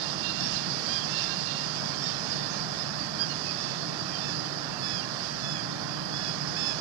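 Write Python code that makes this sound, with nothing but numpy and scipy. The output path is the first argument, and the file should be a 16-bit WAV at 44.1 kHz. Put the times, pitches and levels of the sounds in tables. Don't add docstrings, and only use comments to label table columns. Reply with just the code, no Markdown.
import sys
import numpy as np
from scipy import signal
from scipy.fft import rfft, irfft
from scipy.io import wavfile
from scipy.ndimage import uniform_filter1d

SR = 44100
rng = np.random.default_rng(int(sys.argv[2]) if len(sys.argv) > 2 else 0)


def output_pcm(signal):
    pcm = np.clip(np.atleast_2d(signal).T, -1, 1) * 32767
    wavfile.write(sys.argv[1], SR, np.round(pcm).astype(np.int16))


N = 300011
FREQ_HZ, TIME_S = np.fft.rfftfreq(N, 1 / SR), np.arange(N) / SR

# frequency in Hz, relative density in dB.
CHORUS_SPECTRUM = [(2100, -17.5), (2700, -14), (3000, -15), (3450, -11), (3900, -13.5), (4300, -5.5),
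                   (4600, -2.5), (4900, 1), (5300, -4.5), (5700, -8.5), (6500, -16.5), (8000, -28),
                   (10000, -40), (15000, -68)]
# time in seconds, relative level in dB.
CHORUS_TREND = [(0.0, -36.5), (1.21, -35.5), (2.69, -38.5), (6.19, -40.5), (6.8, -37)]
# peak time in seconds, half length in seconds, boost in dB.
HISS_SWELLS = [(.53, 0.073, 3.5), (0.89, 0.043, 1.5), (1.226, 0.039, 3), (2.25, 0.29, 1.6),
               (3.562, 0.27, 2), (4.303, .12, 2), (4.95, 0.047, 2), (5.274, 0.14, 2.5), (6.32, 0.18, 2)]
# start in seconds, length in seconds, top pitch in Hz, scoop and sag
# as fractions of pitch, relative level in dB, buzz in dB. The last two rows form one call.
NASAL_CALLS = [(0.382, 0.12, 903, 0.00048, 0, -33.5, -9), (.87, 0.14, 819, 0.097, 0.055, -29.5, -3.5),
               (1.07, 0.23, 890, 0.02, .007, -38.5, 4), (1.997, .13, 917, 0.12, 0.016, -35.5, -8),
               (2.27, 0.26, 900, .03, 0.035, -47, -5), (3.178, 0.082, 824, 0.094, .06, -26.5, -22),
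               (3.528, 0.19, 888, 0.0026, 0.029, -43, -1), (4.195, 0.15, 883, 0, 0.057, -36.5, -2),
               (4.807, 0.22, 863, .004, .14, -33, -3.5), (5.408, .22, 864, 0.0026, .11, -33.5, -3.5),
               (6.116, 0.23, 857, .045, 0.05, -36.5, -4.5), (6.548, 0.087, 903, .2, 0.043, -30.5, 0),
               (6.607, .14, 872, 0.026, 0.089, -30, 0)]
# harmonic number, gain in dB.
THROAT_HARMONICS = [(2, -12), (3, -10.5), (4, -6.3), (5, -17), (6, 0), (7, -22), (8, -19.5), (9, -36),
                    (10, -33.5)]
# start in seconds, length in seconds, pitch in Hz, level in dB.
NEAR_PEEPS = [(.55, .031, 4120, -29), (.995, 0.057, 3310, -35.5), (1.275, 0.078, 1620, -38.5),
              (1.55, .08, 6420, -63), (2.295, 0.044, 4950, -31), (2.48, 0.11, 6570, -41.5),
              (2.49, 0.15, 2420, -48), (2.785, .06, 5130, -31), (2.995, 0.038, 4720, -29),
              (3.29, .057, 2890, -39.5), (3.29, .045, 4320, -31), (3.425, 0.12, 2600, -40.5),
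              (3.98, 0.058, 4790, -32), (4.12, 0.07, 3200, -40), (4.13, 0.037, 4720, -37),
              (5.015, .037, 2800, -39)]
# start in seconds, pitch in Hz.
HIGH_NOTES = [(.74, 9570), (1.32, 9380), (4.77, 9570), (6.0, 9360)]
# lowest and highest pitch in Hz, peeps per second, relative level in dB.
FAR_BIRD_BANDS = [(2300, 2900, 12, -53), (3100, 3750, 15, -52), (4450, 5350, 17, -44.5)]
# frequency in Hz, width in Hz, gain in dB.
WHINE_PARTIALS = [(2775, 30, 0), (3240, 40, -13), (3560, 50, -11), (3712, 30, -3.5), (4167, 26, -.5)]
# peak time in seconds, level in dB.
WHINE_PULSES = [(.02, -38), (.25, -34), (.37, -44), (.56, -42), (1.165, -33), (1.31, -42), (1.495, -34)]
# frequency in Hz, relative density in dB.
RUMBLE_SPECTRUM = [(20, -54), (36, -56), (48, -63), (60, -12), (84, -17.5), (100, -9.5), (118, -1.5),
                   (140, -1.5), (175, 3), (215, -5.5), (260, -8.5), (330, -11), (420, -67), (800, -90)]
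# start in seconds, length in seconds, pitch in Hz, level in dB.
ENGINE_NOTES = [(-.3, 1.13, 321, -50), (3.606, 1.2, 302, -50), (5.35, 1.5, 301, -49.5)]
# frequency in Hz, width in Hz, left and right mid-scene level in dB.
DRONE_TONES = [(145.9, 16.6, -47, -45.5), (369.6, 14, -59, -61.5), (647, 32, -55.5, -65),
               (808, 45, -58.5, -57.5), (1046, 34, -62, -50.5), (1164, 17, -62, -62), (1267, 14, -61, -59),
               (1365, 71, -60.5, -57.5), (1804, 40, -65.5, -60)]
# frequency in Hz, left and right relative density in dB.
AIR_SPECTRUM = [(20, -112, -110), (90, -75, -105), (200, -68.5, -65.5), (320, -72, -69), (470, -79.5, -70),
                (680, -75.5, -66.5), (920, -81, -70), (1220, -84, -68), (1950, -89.5, -70.5),
                (1890, -98, -77), (2670, -96, -96.5), (5030, -96.5, -104), (10640, -104, -103),
                (15600, -112, -112)]


def insect_chorus(level_db=6, patch_db=1.5, throb_db=.44):
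    hz, _, bins = signal.stft(rng.standard_normal(N), SR, nperseg=512, noverlap=384)
    patches = uniform_filter1d(rng.standard_normal(bins.shape), size=4, axis=0)
    patches = unit_rms(uniform_filter1d(patches, size=14, axis=1))
    bins = bins * gain(spectrum_db(CHORUS_SPECTRUM, hz)[:, None] + patch_db * patches)
    hiss = unit_rms(signal.istft(bins, nperseg=512, noverlap=384)[1][:N])
    trend_db = np.interp(TIME_S, *np.transpose(CHORUS_TREND))
    swell_db = sum(db * np.exp(-((TIME_S - peak_s) / half_s) ** 2)
                   for peak_s, half_s, db in HISS_SWELLS)
    return gain(level_db + trend_db + swell_db + throb_db * wander(20)) * hiss


def nasal_calls(level_db=1.6, scoop_s=.019, jitter=.003, flutter_db=1.5, treble_db_per_hz=.013):
    out, waver = np.zeros(N), wander(87)
    flutters = [wander(59) for _ in THROAT_HARMONICS]
    for start_s, length_s, top_hz, scoop, sag, db, buzz_db in NASAL_CALLS:
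        t = np.arange(round(length_s * SR)) / SR
        progress, span = t / length_s, sample_span(start_s, len(t))
        drop = sag * progress ** 3.7
        pitch_hz = top_hz * (1 - scoop * np.exp(-t / scoop_s) - drop + jitter * waver[span])
        phase = phase_rad(pitch_hz)
        effort_db = db - 6.5 * (2 * (progress - .45)) ** 2
        low_db = .52 * (-35.5 - effort_db)
        voice = 0
        for (k, throat_db), flutter in zip(THROAT_HARMONICS, flutters):
            high_db = buzz_db / 2 + treble_db_per_hz * k * top_hz * drop
            harmonic_db = throat_db + buzz_db * (k % 2) + low_db * (k < 5) + high_db * (k > 7)
            voice += gain(harmonic_db + flutter_db * flutter[span]) * np.sin(k * phase)
        envelope = gain(level_db + effort_db) * gate(t, length_s, ramp_s=.025)
        add(out, start_s, np.sqrt(2) * envelope * voice)
    return out


def peeps(rows, sag_per_s, scoop=0, jitter=.008):
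    out, waver = np.zeros(N), wander(310)
    for start_s, length_s, hz, db in rows:
        count = round(length_s * SR)
        progress = np.linspace(0, 1, count)
        bend = scoop * (1 - progress) ** 4 + sag_per_s * length_s * progress ** 2
        pitch_hz = hz * (1 - bend + jitter * waver[sample_span(start_s, count)])
        whistle = np.sqrt(2) * np.sin(phase_rad(pitch_hz))
        add(out, start_s, gain(db) * whistle * signal.windows.tukey(count, .7))
    return out


def whine(rise_s=.022, fade_s=.1, tone_share=.42):
    envelope = sum(gain(db) * np.exp(np.minimum((TIME_S - peak_s) / rise_s, (peak_s - TIME_S) / fade_s))
                   for peak_s, db in WHINE_PULSES)
    partials = 0
    for hz, width_hz, db in WHINE_PARTIALS:
        tone = np.sqrt(2) * np.sin(phase_rad(hz + width_hz / 2 * wander(37)))
        fuzz = narrow_noise(hz, 2.1 * width_hz)
        partials += gain(db) * (np.sqrt(tone_share) * tone + np.sqrt(1 - tone_share) * fuzz)
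    return envelope * partials


def scuff_noise(start_s=1.8, length_s=.055, band_hz=(250, 1500), level_db=-35.5):
    out, count = np.zeros(N), round(length_s * SR)
    bandpass = signal.butter(8, band_hz, "band", fs=SR, output="sos")
    scuff = unit_rms(signal.sosfilt(bandpass, rng.standard_normal(count)))
    envelope = signal.windows.tukey(count, .4) * np.linspace(1, .5, count)
    add(out, start_s, gain(level_db) * envelope * scuff)
    return out


def far_birds(shortest_s=.027, longest_s=.104, spread_db=8, level_db=-1):
    rows = []
    for low_hz, high_hz, per_s, db in FAR_BIRD_BANDS:
        for when, length, pitch, loudness in rng.random((400, 4))[:round(per_s * N / SR)]:
            length_s = shortest_s + (longest_s - shortest_s) * length
            hz = low_hz + (high_hz - low_hz) * pitch
            rows.append((when * N / SR, length_s, hz, level_db + db + spread_db * (loudness - .5)))
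    return peeps(rows, sag_per_s=.6, scoop=.06, jitter=.012)


def traffic(rumble_db=-42, lump_db=1.2, jitter=.00962, nearing_db_per_s=.4):
    rumble = unit_rms(irfft(white_spectrum() * gain(spectrum_db(RUMBLE_SPECTRUM, FREQ_HZ)), N))
    rumble *= gain(rumble_db + lump_db * wander(1.7))
    clock_s = np.cumsum(1 + jitter * wander(8.6)) / SR
    note = sum(gain(db) * gate(TIME_S - start_s, length_s, ramp_s=.29) * np.sin(2 * np.pi * hz * clock_s)
               for start_s, length_s, hz, db in ENGINE_NOTES)
    note *= np.sqrt(2) * gain(1.5 * wander(4.8))
    drone = sum(gain([[left_db], [right_db]]) * lag_left(narrow_noise(hz, width_hz))
                for hz, width_hz, left_db, right_db in DRONE_TONES)
    drone *= gain(nearing_db_per_s * (TIME_S - TIME_S.mean()))
    return lag_left(rumble + note) + drone


def air(coherence=.2, lag_rad=1.3, level_db=.2, swell_db=.3):
    right = white_spectrum()
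    left = coherence * np.exp(-1j * lag_rad) * right + np.sqrt(1 - coherence ** 2) * white_spectrum()
    sides = [irfft(side * gain(spectrum_db(AIR_SPECTRUM, FREQ_HZ, column)), N)
             for column, side in ((1, left), (2, right))]
    return np.sqrt(SR / 2) * np.array(sides) * gain(level_db + swell_db * wander(1))


def trunk_echoes(x, t60_s=.45, gap_s=.012, taps_per_s=2000):
    t = np.arange(SR) / SR
    taps = rng.standard_normal(SR) * (rng.random(SR) < taps_per_s / SR)
    taps *= (t > gap_s) * gain(-60 * t / t60_s)
    return signal.fftconvolve(x, taps / np.linalg.norm(taps))[:N]


def lag_left(x, lag_rad=1.22):
    return np.array([irfft(rfft(x) * np.exp(-1j * lag_rad), N), x])


def narrow_noise(hz, width_hz):
    return unit_rms(irfft(white_spectrum() / (1 + ((FREQ_HZ - hz) / (.59 * width_hz)) ** 2), N))


def wander(rate_hz):
    return unit_rms(irfft(white_spectrum() * np.exp(-(FREQ_HZ / rate_hz) ** 2), N))


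def gate(t, length_s, ramp_s):
    rise = np.sin(np.pi / 2 * np.clip(t / ramp_s, 0, 1)) ** 2
    fall = np.sin(np.pi / 2 * np.clip((length_s - t) / ramp_s, 0, 1)) ** 2
    return rise * fall


def spectrum_db(rows, hz, column=1):
    rows = np.asarray(rows)
    return np.interp(np.log(hz + 1), np.log(rows[:, 0] + 1), rows[:, column])


def white_spectrum():
    return rfft(rng.standard_normal(N))


def phase_rad(hz):
    return 2 * np.pi * np.cumsum(hz) / SR


def gain(db):
    return 10 ** (np.asarray(db) / 20)


def unit_rms(x):
    return x / np.sqrt(np.mean(abs(x) ** 2) + 1e-20)


def sample_span(start_s, count):
    return (round(start_s * SR) + np.arange(count)) % N


def add(mix, start_s, sound):
    part = mix[round(start_s * SR):][:len(sound)]
    part += sound[:len(part)]


def scene(near_echo_db=-12.5, far_echo_db=.5, wildlife_left_db=-39, whine_left_db=-31):
    high_notes = peeps([(start_s, .12, hz, -65) for start_s, hz in HIGH_NOTES], sag_per_s=0)
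    near = nasal_calls() + peeps(NEAR_PEEPS, sag_per_s=.58) + high_notes
    near += gain(near_echo_db) * trunk_echoes(near)
    hiss, far = insect_chorus(), far_birds()
    far += gain(far_echo_db) * trunk_echoes(far)
    wildlife = hiss + near + far
    reedy, scuff = whine(), scuff_noise()
    spill = gain(wildlife_left_db) * wildlife + gain(whine_left_db) * reedy
    left = trunk_echoes(spill, t60_s=.2) + scuff
    return np.array([left, wildlife + reedy]) + traffic() + air()


def record(dry):
    lowpass = signal.firwin(511, 15700, window=("kaiser", 9), fs=SR)
    return signal.oaconvolve(dry, lowpass[None], "same")


dry = scene()
out = record(dry)
output_pcm(out)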